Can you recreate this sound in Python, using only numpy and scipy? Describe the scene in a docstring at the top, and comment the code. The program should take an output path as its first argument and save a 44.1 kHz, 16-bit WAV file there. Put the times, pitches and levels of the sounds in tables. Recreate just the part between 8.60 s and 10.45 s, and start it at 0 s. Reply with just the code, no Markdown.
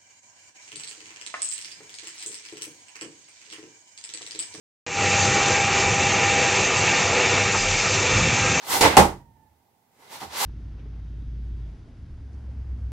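"""In a small padded room, someone in a stiff cotton uniform turns on foam mats. The cloth swishes
as it rubs and snaps as it pulls tight. A bare foot stamps, making the floor and room boom and
overloading the microphone. A faint whine falls in the stillness, over a low rumble;
then the cloth rustles again around a soft step."""
import sys
import numpy as np
from scipy import signal
from scipy.fft import rfft, irfft, next_fast_len
from scipy.io import wavfile
from scipy.ndimage import map_coordinates

SR = 44100
rng = np.random.default_rng(int(sys.argv[2]) if len(sys.argv) > 2 else 0)


def log_audio(samples):
    """Write samples as a 16-bit WAV file to the path given in sys.argv[1]."""
    # one column per channel
    frames = np.atleast_2d(samples).T
    # limit to full scale, then quantise
    limited = np.clip(frames, -1, 1)
    pcm = np.round(limited * 32767).astype(np.int16)
    wavfile.write(sys.argv[1], SR, pcm)


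N = 81585

# feet and cloth flaps landing (time [s], slap [dB], thump [dB], time for the slap to fade 60 dB [s])
LANDINGS = [(.083, -32.5, -50.5, 0.027), (.154, -23, -34.5, 0.11), (0.2102, -20, -28, .06),
            (0.235, -14, -27, 0.017), (.246, -20.5, -24, 0.086), (.368, 0, -8.5, 0.097),
            (.389, -11, -31, 0.013), (.4105, -18, -23.5, 0.04), (0.437, -23, -30, 0.064),
            (.53, -43.5, -37.5, 0.048), (1.072, -68, -80, 0.03), (1.6155, -28, -75, 0.062),
            (1.812, -31, -55, .1)]


def cloth():
    """Rubbing cotton makes a bright sheen, a hiss and a fuller body; a sharp stop snaps it tight."""
    # rubs of cloth and soles (peak time [s], sheen [dB], hiss [dB], body [dB], rise [s], fall [s])
    swishes = [(0.026, -77, -48.5, -58, 0.044, 0.023), (0.132, -24, -25, -30.5, .04, 0.045),
               (0.244, -48, -22.5, -12.5, 0.018, 0.016), (.32, -53, -43.5, -26, .03, 0.04805),
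               (1.402, -65.5, -74, -63.5, 0.063, 0.035), (1.436, -65, -59.5, -59.5, 0.027, 0.07),
               (1.537, -45, -42, -47, 0.03, 0.0336), (1.608, -45, -39.5, -51, .008, 0.029),
               (1.742, -65, -41, -48, 0.035, 0.09), (1.828, -26, -26.5, -42.5, 0.048, 0.031)]
    # cloth pulling tight (time [s], level [dB], time to fade 60 dB [s])
    snaps = [(.2072, -7, .085), (.367, 3, .028)]
    # tone of the three parts of a rub, and of a snap (frequency [Hz], level [dB])
    sheen_tone = [(300, -30.5), (2000, -16), (5000, -3), (8300, 0.5), (10000, -1.5), (12500, -0.5),
                  (15500, -7)]
    hiss_tone = [(100, -23), (400, -4.5), (1000, 7.5), (2200, 1.5), (4200, 4), (6000, -1), (8300, -9.5),
                 (11000, -18), (15500, -24.5)]
    body_tone = [(40, -19.5), (110, -7), (220, -4), (450, -0.5), (900, -4), (1400, -6.5), (2200, -7),
                 (5000, -17), (15000, -33)]
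    snap_tone = [(100, -7), (500, 2), (1300, -9.5), (2200, -3.5), (4000, -6), (8300, -8), (11000, -14),
                 (15500, -18.5)]
    strokes = sum(amp([[sheen], [hiss], [body]]) * swell(peak, rise, fall)
                  for peak, sheen, hiss, body, rise, fall in swishes)
    rubbing = sum(in_room(stroke, tone) for stroke, tone in zip(strokes, (sheen_tone, hiss_tone, body_tone)))
    cracks = sum(amp(db) * burst(start, rise_s=.002, fade_s=fade) for start, db, fade in snaps)
    return rubbing + in_room(cracks, snap_tone)


def slaps():
    """Each soft, wide landing pushes out a dull puff of air."""
    # tone of the puff (frequency [Hz], level [dB])
    puff_tone = [(40, -22.5), (160, -6), (320, -1.5), (560, -6), (850, -6), (1150, -9), (1700, -15.5),
                 (4000, -33.5), (12000, -46)]
    puffs = sum(amp(db) * burst(start, rise_s=.004, fade_s=fade) for start, db, _, fade in LANDINGS)
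    return in_room(puffs, puff_tone)


def mats():
    """Each landing knocks the mats and sets the floor and room booming."""
    # hollow notes of the mats (pitch [Hz], level against the slap [dB], time to fade 60 dB [s])
    knock = [(782.4, -5, 0.15), (850, -2.5, 0.054), (943, -8.5, 0.02), (1058, -6, .07), (1176, -9.5, .07)]
    # low notes of floor and room (pitch [Hz], level against the thump [dB], time to fade 60 dB [s])
    boom = [(43, -12, .36), (78, -1.5, .35), (130, -4, .29), (186, -2, .22), (291, -6, .23), (345, -6, .23),
            (434, -8, .17)]
    return sum(amp(slap_db) * ringing(start, knock) + amp(thump_db) * ringing(start, boom)
               for start, slap_db, thump_db, _ in LANDINGS)


def ringing(start, notes):
    """One blow sets several notes ringing; the low ones take longer to build up."""
    build_cycles, scatter_rad_per_khz = 2.1, 0.37
    sound = 0
    for hz, db, fade in notes:
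        loudness = amp(db + rng.normal(0, 1)) * burst(start, build_cycles / hz, fade)
        shift = scatter_rad_per_khz * hz / 1e3 * rng.standard_normal((2, 1))  # left and right differ
        sound += loudness * np.sin(2 * np.pi * hz * (clock() - start) + shift)
    return sound


def weave(tone):
    """Fibres rub, with tiny creases popping among them."""
    creases_per_s, crease_db = 1400, -2.5
    creases = rng.standard_normal(N) * (rng.random(N) < creases_per_s / SR)
    return coloured(rng.standard_normal(N) + amp(crease_db) * unit(creases), tone)


def in_room(loudness, tone):
    """A noise arrives directly, and as a wash of echoes that dies away between the walls."""
    fade_s, direct_db, flicker_db = 0.25, -7.5, -0.5
    delay_s = .000025 * np.array([[1], [-1]]) / 2  # the right side hears it first
    kept = amp(-120 / (fade_s * SR))  # share of the energy left after each sample
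    stored = np.sqrt(np.abs(signal.lfilter([1 - kept], [1, -kept], loudness ** 2)))
    wash = stored * stereo_noise(tone)
    direct = filtered(loudness * weave(tone), lambda hz: np.exp(-2j * np.pi * hz * delay_s))
    return (amp(direct_db) * direct + wash) * amp(flicker_db * wobble(110))


def whine():
    """A thin, unsteady, far-off tone sinks slowly."""
    # path of the whine (time [s], pitch [Hz], level [dB])
    glide = [(.60, 937, -60), (.64, 940, -72.5), (.72, 905, -71.5), (.86, 873, -69.5), (.91, 875, -75),
             (.98, 870, -90)]
    pitch_waver, level_waver_db, overtone_db = 0.0157, 2.6, -10.5
    hz, db = curves(glide)
    phase = 2 * np.pi * np.cumsum(hz * (1 + pitch_waver * wobble(142.1))) / SR
    sounding = (clock() > glide[0][0]) & (clock() < glide[-1][0])
    tone = np.sin(phase) + amp(overtone_db) * np.sin(2 * phase)
    return sounding * amp(db + level_waver_db * wobble(73.4)) * tone * rightward(db=11)


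def background():
    """Quiet, steady room air lies over a low rumble that swells twice."""
    # tone of the air and of the rumble (frequency [Hz], level [dB])
    air_tone = [(30, -23), (120, 0), (250, -2.5), (580, -8.5), (790, -3.5), (1150, -13.5), (3000, -18.5),
                (9000, -21.5), (13500, -18.5)]
    rumble_tone = [(20, -20), (45, -18.5), (75, 3), (130, -6.5), (250, -15.5), (600, -26.5), (2000, -63.5)]
    # rise and fall of the rumble (time [s], level [dB])
    rumble_levels = [(0, -84), (.55, -51), (.8, -60), (.93, -66), (1.02, -75.5), (1.3, -94), (1.6, -66),
                     (1.7, -51.5), (1.85, -99)]
    rumble_db, = curves(rumble_levels)
    air = amp(-67.5) * stereo_noise(air_tone) * rightward(db=1.5)
    return air + amp(rumble_db) * stereo_noise(rumble_tone)


def stereo_noise(tone):
    """Noise from all around: left and right are alike in the bass and unrelated in the treble."""
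    # how closely the two sides match (frequency [Hz], likeness [0 to 1])
    likeness = [(60, .97), (200, .93), (500, .7), (800, .5), (1200, 0), (12000, 0)]
    angle = lambda hz: np.arccos(along(likeness, hz)) / 2
    noise = rng.standard_normal((2, N))
    common, apart = filtered(noise, lambda hz: np.array([np.cos(angle(hz)), np.sin(angle(hz))]))
    return coloured(np.array([common + apart, common - apart]), tone)


def swell(peak, rise, fall):
    """Loudness of a movement that speeds up, peaks and slows."""
    from_peak = (clock() - peak) / np.where(clock() < peak, rise, fall)
    return np.exp(2 * (1 - np.sqrt(1 + from_peak ** 2)))


def burst(start, rise_s, fade_s):
    """Loudness of a hit: a quick rise, then 60 dB quieter every fade_s."""
    age = np.maximum(clock() - start, 0)
    return (1 - np.exp(-(age / rise_s) ** 2)) * amp(-60 * age / fade_s)


def amp(db):
    """Turn decibels into a multiplier."""
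    return 10 ** (np.asarray(db) / 20)


def unit(x):
    """Scale a sound to an average power of 1."""
    return x / np.sqrt(np.mean(x ** 2) + 1e-20)


def along(points, hz):
    """Read between the rows of a (frequency, value) table, on a log scale."""
    frequencies, values = np.transpose(points)
    return np.interp(np.log(hz + 1), np.log(frequencies + 1), values)


def clock():
    """Time of each sample in seconds."""
    return np.arange(N) / SR


def curves(rows):
    """One value per sample for each column after the time."""
    times, *columns = np.transpose(rows)
    return [np.interp(clock(), times, column) for column in columns]


def wobble(per_s):
    """A smooth curve through per_s random points a second."""
    return map_coordinates(rng.standard_normal(N // 20), [clock() * per_s], mode="wrap")


def filtered(x, response):
    """Scale and delay each frequency of x as response(hz) says."""
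    size = next_fast_len(N + SR // 2)
    hz = np.fft.rfftfreq(size, 1 / SR)
    return irfft(rfft(x, size) * response(hz), size)[..., :x.shape[-1]]


def coloured(x, tone):
    """Shape x with a tone table, at an average power of 1."""
    return unit(filtered(x, lambda hz: amp(along(tone, hz))))


def rightward(db):
    """Left and right multipliers that make the right side db louder."""
    return amp(np.array([[-db], [db]]) / 2)


def scene():
    """The person turning and stamping, over the whine and the background."""
    return cloth() + slaps() + mats() + whine() + background()


def record(dry):
    """The microphone colours the sound, overloads on the stamp and loses the highest treble."""
    # hollows ringing around the microphone (pitch [Hz], width [Hz], strength [multiplier])
    hollows = [(830, 45, 1.3), (915, 70, 1.1), (2035, 70, 1.0)]
    # lean to the right (frequency [Hz], right over left [dB])
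    balance = [(80, 3.5), (280, 4.5), (550, 5.5), (1000, 3.2), (2000, 2.5), (4000, 1), (8000, 0),
               (13000, -.4)]
    ceiling, top_hz = 1.05, 15800
    ring = lambda hz: 1 + sum(gain * 1j * hz * width / (pitch ** 2 - hz ** 2 + 1j * hz * width)
                              for pitch, width, gain in hollows)
    lean = lambda hz: amp(np.array([-along(balance, hz), along(balance, hz)]) / 2)
    heard = filtered(dry, lambda hz: ring(hz) * lean(hz))
    squashed = heard / (1 + np.abs(heard / ceiling) ** 6) ** (1 / 6)
    return filtered(squashed, lambda hz: 1 / (1 + (hz / top_hz) ** 240))


dry = scene()
out = record(dry)
log_audio(out)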